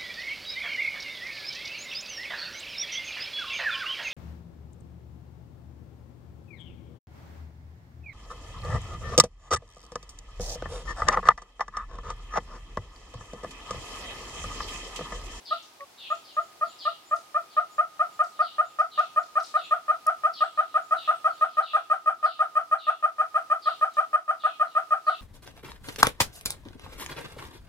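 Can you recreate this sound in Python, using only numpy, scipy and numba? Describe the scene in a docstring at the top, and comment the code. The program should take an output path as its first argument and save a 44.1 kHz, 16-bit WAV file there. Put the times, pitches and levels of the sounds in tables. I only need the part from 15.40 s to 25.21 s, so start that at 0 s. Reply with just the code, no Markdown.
"""Hornbill clucking on a veranda

A close hornbill clucks faster and more urgently as it goes on. Each cluck swells as its second
harmonic glides into the throat resonance, then breaks upward and fades; hard walls echo it and a
limiter flattens it. There is one soft grunt and one dry snap. Small birds chirp, chip and whistle
further off, over faint outdoor noise."""
import sys
import numpy as np
from scipy import signal
from scipy.fft import rfft, irfft
from scipy.io import wavfile
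from scipy.ndimage import uniform_filter1d
from numba import njit

SR = 44100
rng = np.random.default_rng(int(sys.argv[2]) if len(sys.argv) > 2 else 0)


def output_pcm(signal):
    """Save a mono or channel-first signal as 16-bit PCM at the path in sys.argv[1].

    Samples are clipped to [-1, 1] before scaling.
    """
    pcm = np.clip(np.atleast_2d(signal).T, -1, 1) * 32767
    wavfile.write(sys.argv[1], SR, np.round(pcm).astype(np.int16))


N = 432621

# The run of clucks. Each row: start in seconds, swell length in seconds.
CLUCK_CUES = [(0.1096, 0.023), (0.7026, 0.026), (0.967, 0.028), (1.2117, 0.0272), (1.4532, 0.029),
              (1.712, 0.0297), (1.9453, 0.027), (2.1668, 0.029), (2.3823, 0.028), (2.5944, 0.028),
              (2.7926, 0.029), (2.9922, 0.029), (3.1828, 0.03), (3.3875, 0.03), (3.577, 0.03),
              (3.7618, 0.03), (3.955, 0.029), (4.141, 0.031), (4.31, 0.03), (4.4814, 0.035),
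              (4.6647, 0.034), (4.8358, 0.034), (5.007, 0.031), (5.1752, 0.034), (5.343, 0.033),
              (5.5097, 0.033), (5.6765, 0.035), (5.8444, 0.033), (6.011, 0.033), (6.17, 0.034),
              (6.3349, 0.034), (6.5, 0.034), (6.6599, 0.037), (6.8285, 0.036), (6.993, 0.0309),
              (7.1543, 0.0327), (7.3134, 0.032), (7.4678, 0.034), (7.6263, 0.0329), (7.7836, 0.033),
              (7.944, 0.033), (8.1003, 0.033), (8.2578, 0.032), (8.4124, 0.035), (8.569, 0.035),
              (8.731, 0.03), (8.8796, 0.033), (9.0368, 0.031), (9.197, 0.034), (9.351, 0.034),
              (9.5076, 0.034), (9.6672, 0.031)]
# How the performance builds. Each row: time in seconds, urgency from 0 to 1, base pitch in Hz,
# drive into the throat in dB.
PERFORMANCE = [(0.1, 0, 630, -19.5), (0.7, 0, 622.5, -20.5), (1.0, 0.05, 617.3, -18.5),
               (1.95, 0.17, 613.3, -17.5), (2.2, 0.5, 618.5, -15.5), (3.6, 0.7, 623.4, -15.5),
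               (4.1, 0.79, 614.8, -18), (4.6, 0.76, 621, -17), (5.5, 0.9, 625.7, -16.5),
               (6.4, 0.98, 630.3, -14.5), (7.3, 1, 623.4, -14), (8.3, 1, 619, -17.5), (8.8, 0.98, 621, -14),
               (9.7, 0.92, 622.4, -16)]
# The tone of the throat and open bill. Each row: centre in Hz, width in Hz, gain in dB.
THROAT_FORMANTS = [(722, 392, -19.5), (1243.7, 231, -3.5), (1715, 128, -16.5), (2422, 76, -27),
                   (3110, 570, -37), (5200, 2500, -53), (8330, 720, -49), (9510, 600, -44),
                   (13500, 3800, -59.5)]


def hornbill(scatter_hz=2.5, scatter_db=.5, throat_lag_s=.002):
    """Clucks from the syrinx, no two quite alike, are shaped by the throat and bill."""
    source = np.zeros(N)
    times, *curves = np.transpose(PERFORMANCE)
    for start, swell_s in CLUCK_CUES:
        urgency, pitch_hz, db = (np.interp(start, times, curve) for curve in curves)
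        sharp, loud = rng.standard_normal(2)
        note = cluck(swell_s, pitch_hz + scatter_hz * sharp, urgency)
        add(source, start - throat_lag_s, undb(db + scatter_db * loud) * note)
    # the small bill radiates almost nothing below the fundamental
    low_cut = signal.butter(4, 500, "high", fs=SR, output="sos")
    return signal.sosfilt(low_cut, resonate(source, THROAT_FORMANTS))


# The pitch and loudness gestures of one cluck. Pairs run from calm to urgent.
GLIDE_HZ_PER_S, GLIDE_S = 1205, .021
LEAP_HZ, LEAP_S, SINK_S = (55.8, 136.1), 0.0059, (.03, 0.0182)
SWELL_DB, PUSH_DB = (6, 9), (4, 8)
SWELL_FROM_SHARE, SWELL_TO_SHARE = (.05, 0.3), (0.71, 0.5)
DROP_DB, FADE_DB_PER_S, TAIL_S = (7, 4), 329.5, 0.0457


def cluck(swell_s, pitch_hz, urgency, jitter=0.015, break_jitter=0.029, shimmer=0.52,
          rasp_db=-16, break_rasp_db=9):
    """A harmonic note glides, leaps and sinks; urgency brightens it and lifts and roughens the break."""
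    t = clock(swell_s + TAIL_S)
    since_break = t - swell_s
    since_top = since_break - LEAP_S
    leap_width_s = np.where(since_top < 0, 1.074 * LEAP_S, blend(SINK_S, urgency))
    leap_hz = blend(LEAP_HZ, urgency) * np.exp(-(since_top / leap_width_s) ** 2)
    # the glide fills only the last part of the swell
    glide_hz = GLIDE_HZ_PER_S * (np.clip(since_break, -GLIDE_S, 0) + swell_s / 3)
    breaking = urgency ** 2 * np.exp(-(since_top / 0.013) ** 2)
    wobble = 1 + (jitter + break_jitter * breaking) * wander(t, 691.8)
    phase = phase_of((pitch_hz + glide_hz + leap_hz) * wobble)
    harmonics = np.arange(1, 24)[:, None]
    tilt_db_per_octave = -2.5 * (1.5 - urgency)
    voice = (undb(tilt_db_per_octave * np.log2(harmonics / 2)) * np.sin(harmonics * phase)).sum(axis=0)
    voice *= 1 + shimmer * breaking * wander(t, 1196.2)
    # air hisses through the syrinx once a cycle
    puffs = (1 + np.cos(phase)) * rng.standard_normal(8192)[:len(t)]
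    rasp = undb(rasp_db + break_rasp_db * breaking) * puffs
    return (voice + rasp) * cluck_envelope(t, swell_s, urgency)


def cluck_envelope(t, swell_s, urgency):
    """The voice catches softly, swells, holds, drops at the break and fades."""
    rise_span = [blend(SWELL_FROM_SHARE, urgency), blend(SWELL_TO_SHARE, urgency)]
    risen = np.interp(t / swell_s, rise_span, [0, 1])
    db = blend(PUSH_DB, urgency) - blend(SWELL_DB, urgency) * (1 - risen)
    db -= blend(DROP_DB, urgency) * np.clip((t - swell_s) / LEAP_S, 0, 1)
    db -= FADE_DB_PER_S * np.maximum(t - swell_s - LEAP_S, 0)
    return undb(db) * np.clip(t / 0.00086, 0, 1) * np.clip((t[-1] - t) / 0.0034, 0, 1)


# Slaps off the nearby walls. Each row: delay in seconds, gain in dB, pan to the left in dB.
WALL_SLAPS = [(.0042, -23.5, -5), (0.0089, -15, 12.5), (.013, -19.5, -10.5), (0.0196, -17.5, 15),
              (0.0323, -26.5, -22), (.0383, -22, 13), (0.0518, -23, -7), (0.0682, -35, 0.5)]


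def veranda(voice, ring_hz=1240, ring_t60_s=0.63, ring_db=-12, early_db=-27, late_db=-29):
    """Clucks arrive directly and off hard walls; their loud second harmonic lingers as a narrow tone."""
    direct = mic_pair(voice)
    pole = np.exp((2j * np.pi * ring_hz - np.log(1000) / ring_t60_s) / SR)
    ring = signal.lfilter([2 * (1 - abs(pole))], [1, -pole], voice).real
    out = direct + undb(ring_db) * ring
    for delay, db, left_db in WALL_SLAPS:
        add(out, delay, direct * undb(db) * pan(left_db))
    early = undb(early_db) * reverb(voice, t60_s=0.083, build_s=0.0092)
    late = undb(late_db) * reverb(voice, t60_s=0.93, build_s=0.074)
    return out + early + late


def grunt(start=0.397, pitch_hz=562, length_s=0.052, db=-37, tick_db=-30):
    """Two soft harmonics on a level pitch, with a small tick as the bill moves."""
    t, out = clock(length_s), np.zeros(N)
    phase = phase_of(pitch_hz * (1 + .004 * wander(t, 400)))
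    tone = np.sin(2 * phase) + undb(-6) * np.sin(phase)
    add(out, start, undb(db) * tone * np.sin(np.pi * t / length_s))
    burst = rng.standard_normal(len(t)) * np.exp(-t / 0.0033)
    tick = resonate(burst, [(1940, 500, 10.0), (5000, 3000, -20)])
    add(out, start + 0.0097, undb(tick_db) * tick)
    return mic_pair(out)


# The bright colour of the snap. Each row: centre in Hz, width in Hz, gain in dB.
SNAP_RESONANCES = [(5350, 1400, -0.5), (7700, 3300, -19), (10800, 2100, -0.5), (14200, 2800, -9)]


def snap(start=4.6679, hit_db=-18.5, decay_s=.0007, wet_db=-15):
    """One dry tick, perhaps of the bill: a tiny noise burst rings high resonances."""
    t, hit = clock(.02), np.zeros(N)
    add(hit, start, undb(hit_db) * rng.standard_normal(len(t)) * np.exp(-t / decay_s))
    tick = resonate(hit, SNAP_RESONANCES)
    return (tick + undb(wet_db) * reverb(tick, t60_s=0.147, build_s=.002)) * pan(4.5)


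# Harsh falling chirps. Each row: start in seconds, opening pitch in Hz, relative level in dB.
FALLING_CHIRPS = [(0.051, 4920, -40), (.576, 3770, -43), (0.841, 4900, -51), (1.245, 4850, -53.5),
                  (1.385, 4916, -39.5), (2.093, 4770, -55), (3.005, 4870, -44.5), (3.512, 4024, -43),
                  (4.156, 3960, -43.5), (4.929, 4860, -40.5), (5.563, 3946, -43.5), (6.092, 4890, -54),
                  (6.222, 4015, -41), (6.841, 4780, -42.5), (7.382, 3995, -41.5), (8.215, 4860, -42),
                  (8.994, 3752, -42.5), (9.659, 4290, -43.5)]
# Sharp, scratchy chips. Each row: start in seconds, opening pitch in Hz, relative level in dB.
SHARP_CHIPS = [(0.224, 7300, -48), (.745, 7400, -49.5), (1.756, 10000, -46.5), (2.835, 9500, -45.5),
               (3.39, 6800, -48), (3.588, 7300, -44), (3.826, 6500, -47), (3.997, 6400, -43),
               (4.028, 10500, -45.5), (4.039, 5200, -40.5), (4.058, 10500, -46), (4.092, 5200, -52),
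               (8.535, 9000, -49.5)]
# Thin rising whistles. Each row: start in seconds, held pitch in Hz, relative level in dB.
THIN_WHISTLES = [(.69, 6900, -51), (.92, 6660, -57), (1.005, 6900, -55), (1.27, 7050, -50.5),
                 (1.649, 7080, -51), (2.3, 7000, -52.5), (2.705, 7080, -56), (3.242, 6980, -52.5),
                 (3.785, 6900, -52), (4.22, 7030, -53), (5.029, 7700, -53), (5.41, 6950, -56),
                 (5.739, 8200, -55.5), (5.92, 6960, -57.5)]


def small_birds(direct_db=-5, wet_db=-2, chip_db=2.5, whistle_wet_db=-6):
    """Distant birds, heard mostly by their reflections; the whistler is in clearer view."""
    song, whistles = np.zeros((2, N))
    for start, start_hz, db in FALLING_CHIRPS:
        add(song, start, undb(db) * chirp(start_hz))
    for start, start_hz, db in SHARP_CHIPS:
        add(song, start, undb(db + chip_db) * chip(start_hz))
    for start, hz, db in THIN_WHISTLES:
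        add(whistles, start, undb(db) * whistle(hz))
    song += chatter()
    send = undb(wet_db) * song + undb(whistle_wet_db) * whistles
    wet = reverb(send, t60_s=0.43, build_s=0.012)
    return undb(direct_db) * (song + whistles) * pan(2.8) + wet * pan(1.6)


def chirp(start_hz, toward_hz=2890, fall_share=.72, buzz_hz=230, buzz_depth=.055, rough=.048, grain=.7):
    """Both sides of the syrinx slide down together, shaken by a fast, uneven buzz."""
    length_s = 420 / start_hz  # higher chirps are shorter
    t = clock(length_s)
    progress = t / length_s
    buzz = np.sin(phase_of(buzz_hz * (1 + .2 * wander(t, 150))))
    fall_hz = fall_share * (start_hz - toward_hz) * progress ** .8
    hz = (start_hz - fall_hz) * (1 + buzz_depth * buzz)
    main, low, high = (np.sin(phase_of(hz * ratio * (1 + rough * wander(t, 1800))))
                       for ratio in (1, .8, 1.22))
    # the lower voice joins late; an upper sideband sounds once it is low enough to pass the throat
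    low *= 0.91 * np.minimum(progress / .55, 1)
    high *= 0.41 * np.clip((4100 - hz) / 500, 0, 1)
    envelope = np.interp(progress, [0, .15, .8, 1], [0.18, 1.18, 0.86, 1.1])
    flutter = (1 + grain * buzz) * undb(2 * wander(t, 200))
    return (main + low + high) * envelope * flutter


def chip(start_hz, end_hz=3860, length_s=0.018, rough=0.22, fade_db=-2):
    """A very fast, scratchy downward sweep that starts abruptly."""
    t = clock(length_s)
    progress = t / length_s
    hz = start_hz * (end_hz / start_hz) ** progress * (1 + rough * wander(t, 4000))
    return np.sin(phase_of(hz)) * np.sqrt(np.sin(np.pi * progress)) * undb(fade_db * progress)


def whistle(pitch_hz, length_s=0.067, rise=0.11):
    """A held thin note that flicks up at its end."""
    t = clock(length_s)
    flick = np.clip((t / length_s - .55) / 0.27, 0, 1)
    hz = pitch_hz * (1 + rise * flick + 0.009 * wander(t, 450))
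    return np.sin(phase_of(hz)) * np.sin(np.pi * t / length_s) ** 1.5


def chatter(centre_hz=4210, spread=.12, typical_db=-59, count=20):
    """The rest of the flock chirps faintly at random moments."""
    out = np.zeros(N)
    for when, high, loud in rng.random((count, 3)):
        start_hz = centre_hz * (1 + spread * (2 * high - 1))
        add(out, when * N / SR, undb(typical_db) * (.5 + loud) * chirp(start_hz))
    return out


# The colour of the outdoor bed. Each row: frequency in Hz, relative noise density in dB.
AIR_SPECTRUM = [(25, -18.5), (60, -8.5), (110, -3.5), (200, -3), (330, 3.5), (480, 0.5), (800, 4.5),
                (1600, -3.5), (3200, -4), (5000, -5), (7000, -10), (10000, -12), (15500, -16.5)]


def outdoor_air(mid_db=-57, half_width_hz=250, drift_db=-0.5):
    """Soft far-off noise, alike in both ears in the bass and wide above."""
    f = np.arange(N // 2 + 1) * SR / N + 1
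    hz, db = np.transpose(AIR_SPECTRUM)
    colour = undb(np.interp(np.log(f), np.log(hz), db))
    mid_bins, side_bins = rfft(rng.standard_normal((2, N))) * colour
    mid = irfft(mid_bins, N)
    side = irfft(side_bins * f / (f + half_width_hz), N)
    level = undb(mid_db + drift_db * wander(np.arange(N) / SR, 3.2))
    return np.array([mid + side, mid - side]) / mid.std() * level


def resonate(x, modes, size=4096):
    """Causal filter with a steep-sided peak for each (centre Hz, width Hz, gain dB)."""
    f = np.arange(size // 2 + 1) * SR / size
    gain = sum(undb(db) / (1 + (2 * (f - hz) / width) ** 2) for hz, width, db in modes)
    # folding the cepstrum gives minimum phase: nothing rings before the sound
    cepstrum = irfft(np.log(gain))
    cepstrum[1:size // 2] *= 2
    cepstrum[size // 2 + 1:] = 0
    impulse = irfft(np.exp(rfft(cepstrum)))
    return signal.oaconvolve(x, impulse)[:len(x)]


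def reverb(x, t60_s, build_s):
    """Diffuse reflections that build up and die away, unrelated left and right."""
    t = clock(0.97)
    envelope = np.exp(-np.log(1000) * t / t60_s) * (1 - np.exp(-t / build_s))
    tail = rng.standard_normal((2, len(t))) * envelope
    tail /= np.sqrt(np.sum(tail ** 2, axis=1, keepdims=True))
    return signal.oaconvolve(x[None], tail, axes=1)[:, :N]


def mic_pair(x, lag_s=0.00013, left_db=0.65):
    """A source a little to the left reaches the right microphone port later and weaker."""
    delay = np.exp(-2j * np.pi * np.arange(N // 2 + 1) * SR / N * lag_s)
    return np.array([x, irfft(rfft(x) * delay, N)]) * pan(left_db)


def pan(left_db):
    """Left and right gains for a level difference."""
    return undb(np.array([[left_db], [-left_db]]) / 2)


def blend(pair, urgency):
    """A value between its calm and its urgent setting."""
    return pair[0] + urgency * (pair[1] - pair[0])


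def wander(t, rate):
    """Smooth random motion with about unit spread."""
    return np.interp(t * rate, np.arange(4096), rng.standard_normal(4096))


def phase_of(hz):
    """Running phase of a moving pitch, in radians."""
    return 2 * np.pi * np.cumsum(hz) / SR


def undb(db):
    """Decibels to gain."""
    return 10 ** (np.asarray(db) / 20)


def clock(length_s):
    """Sample times of a short sound."""
    return np.arange(int(length_s * SR)) / SR


def add(out, start, sound):
    """Mix a sound in at a time in seconds."""
    i = max(int(start * SR), 0)
    part = out[..., i:i + sound.shape[-1]]
    part += sound[..., :part.shape[-1]]


def scene():
    """The hornbill up front on its veranda, small birds and open air behind."""
    return veranda(hornbill()) + grunt() + small_birds() + snap() + outdoor_air()


@njit
def follow_peaks(x, release):
    """Envelope that jumps to each peak and sinks slowly."""
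    out, level = np.empty(len(x)), 0.
    for i in range(len(x)):
        level = max(x[i], level * release)
        out[i] = level
    return out


def record(dry, ceiling_db=-11.0, release_s=0.57, skew=0.047, top_hz=15900):
    """A limiter holds the peaks, the input stage is slightly lopsided, and the top is cut."""
    peak = follow_peaks(np.abs(dry).max(axis=0), np.exp(-1 / (release_s * SR)))
    gain = np.minimum(1, undb(ceiling_db) / (peak + 1e-9))
    held = dry * uniform_filter1d(gain, size=48)
    lopsided = held + skew * held ** 2
    centred = signal.sosfilt(signal.butter(1, 25, "high", fs=SR, output="sos"), lopsided)
    return signal.sosfilt(signal.ellip(8, .2, 70, top_hz, fs=SR, output="sos"), centred)


dry = scene()
out = record(dry)
output_pcm(out)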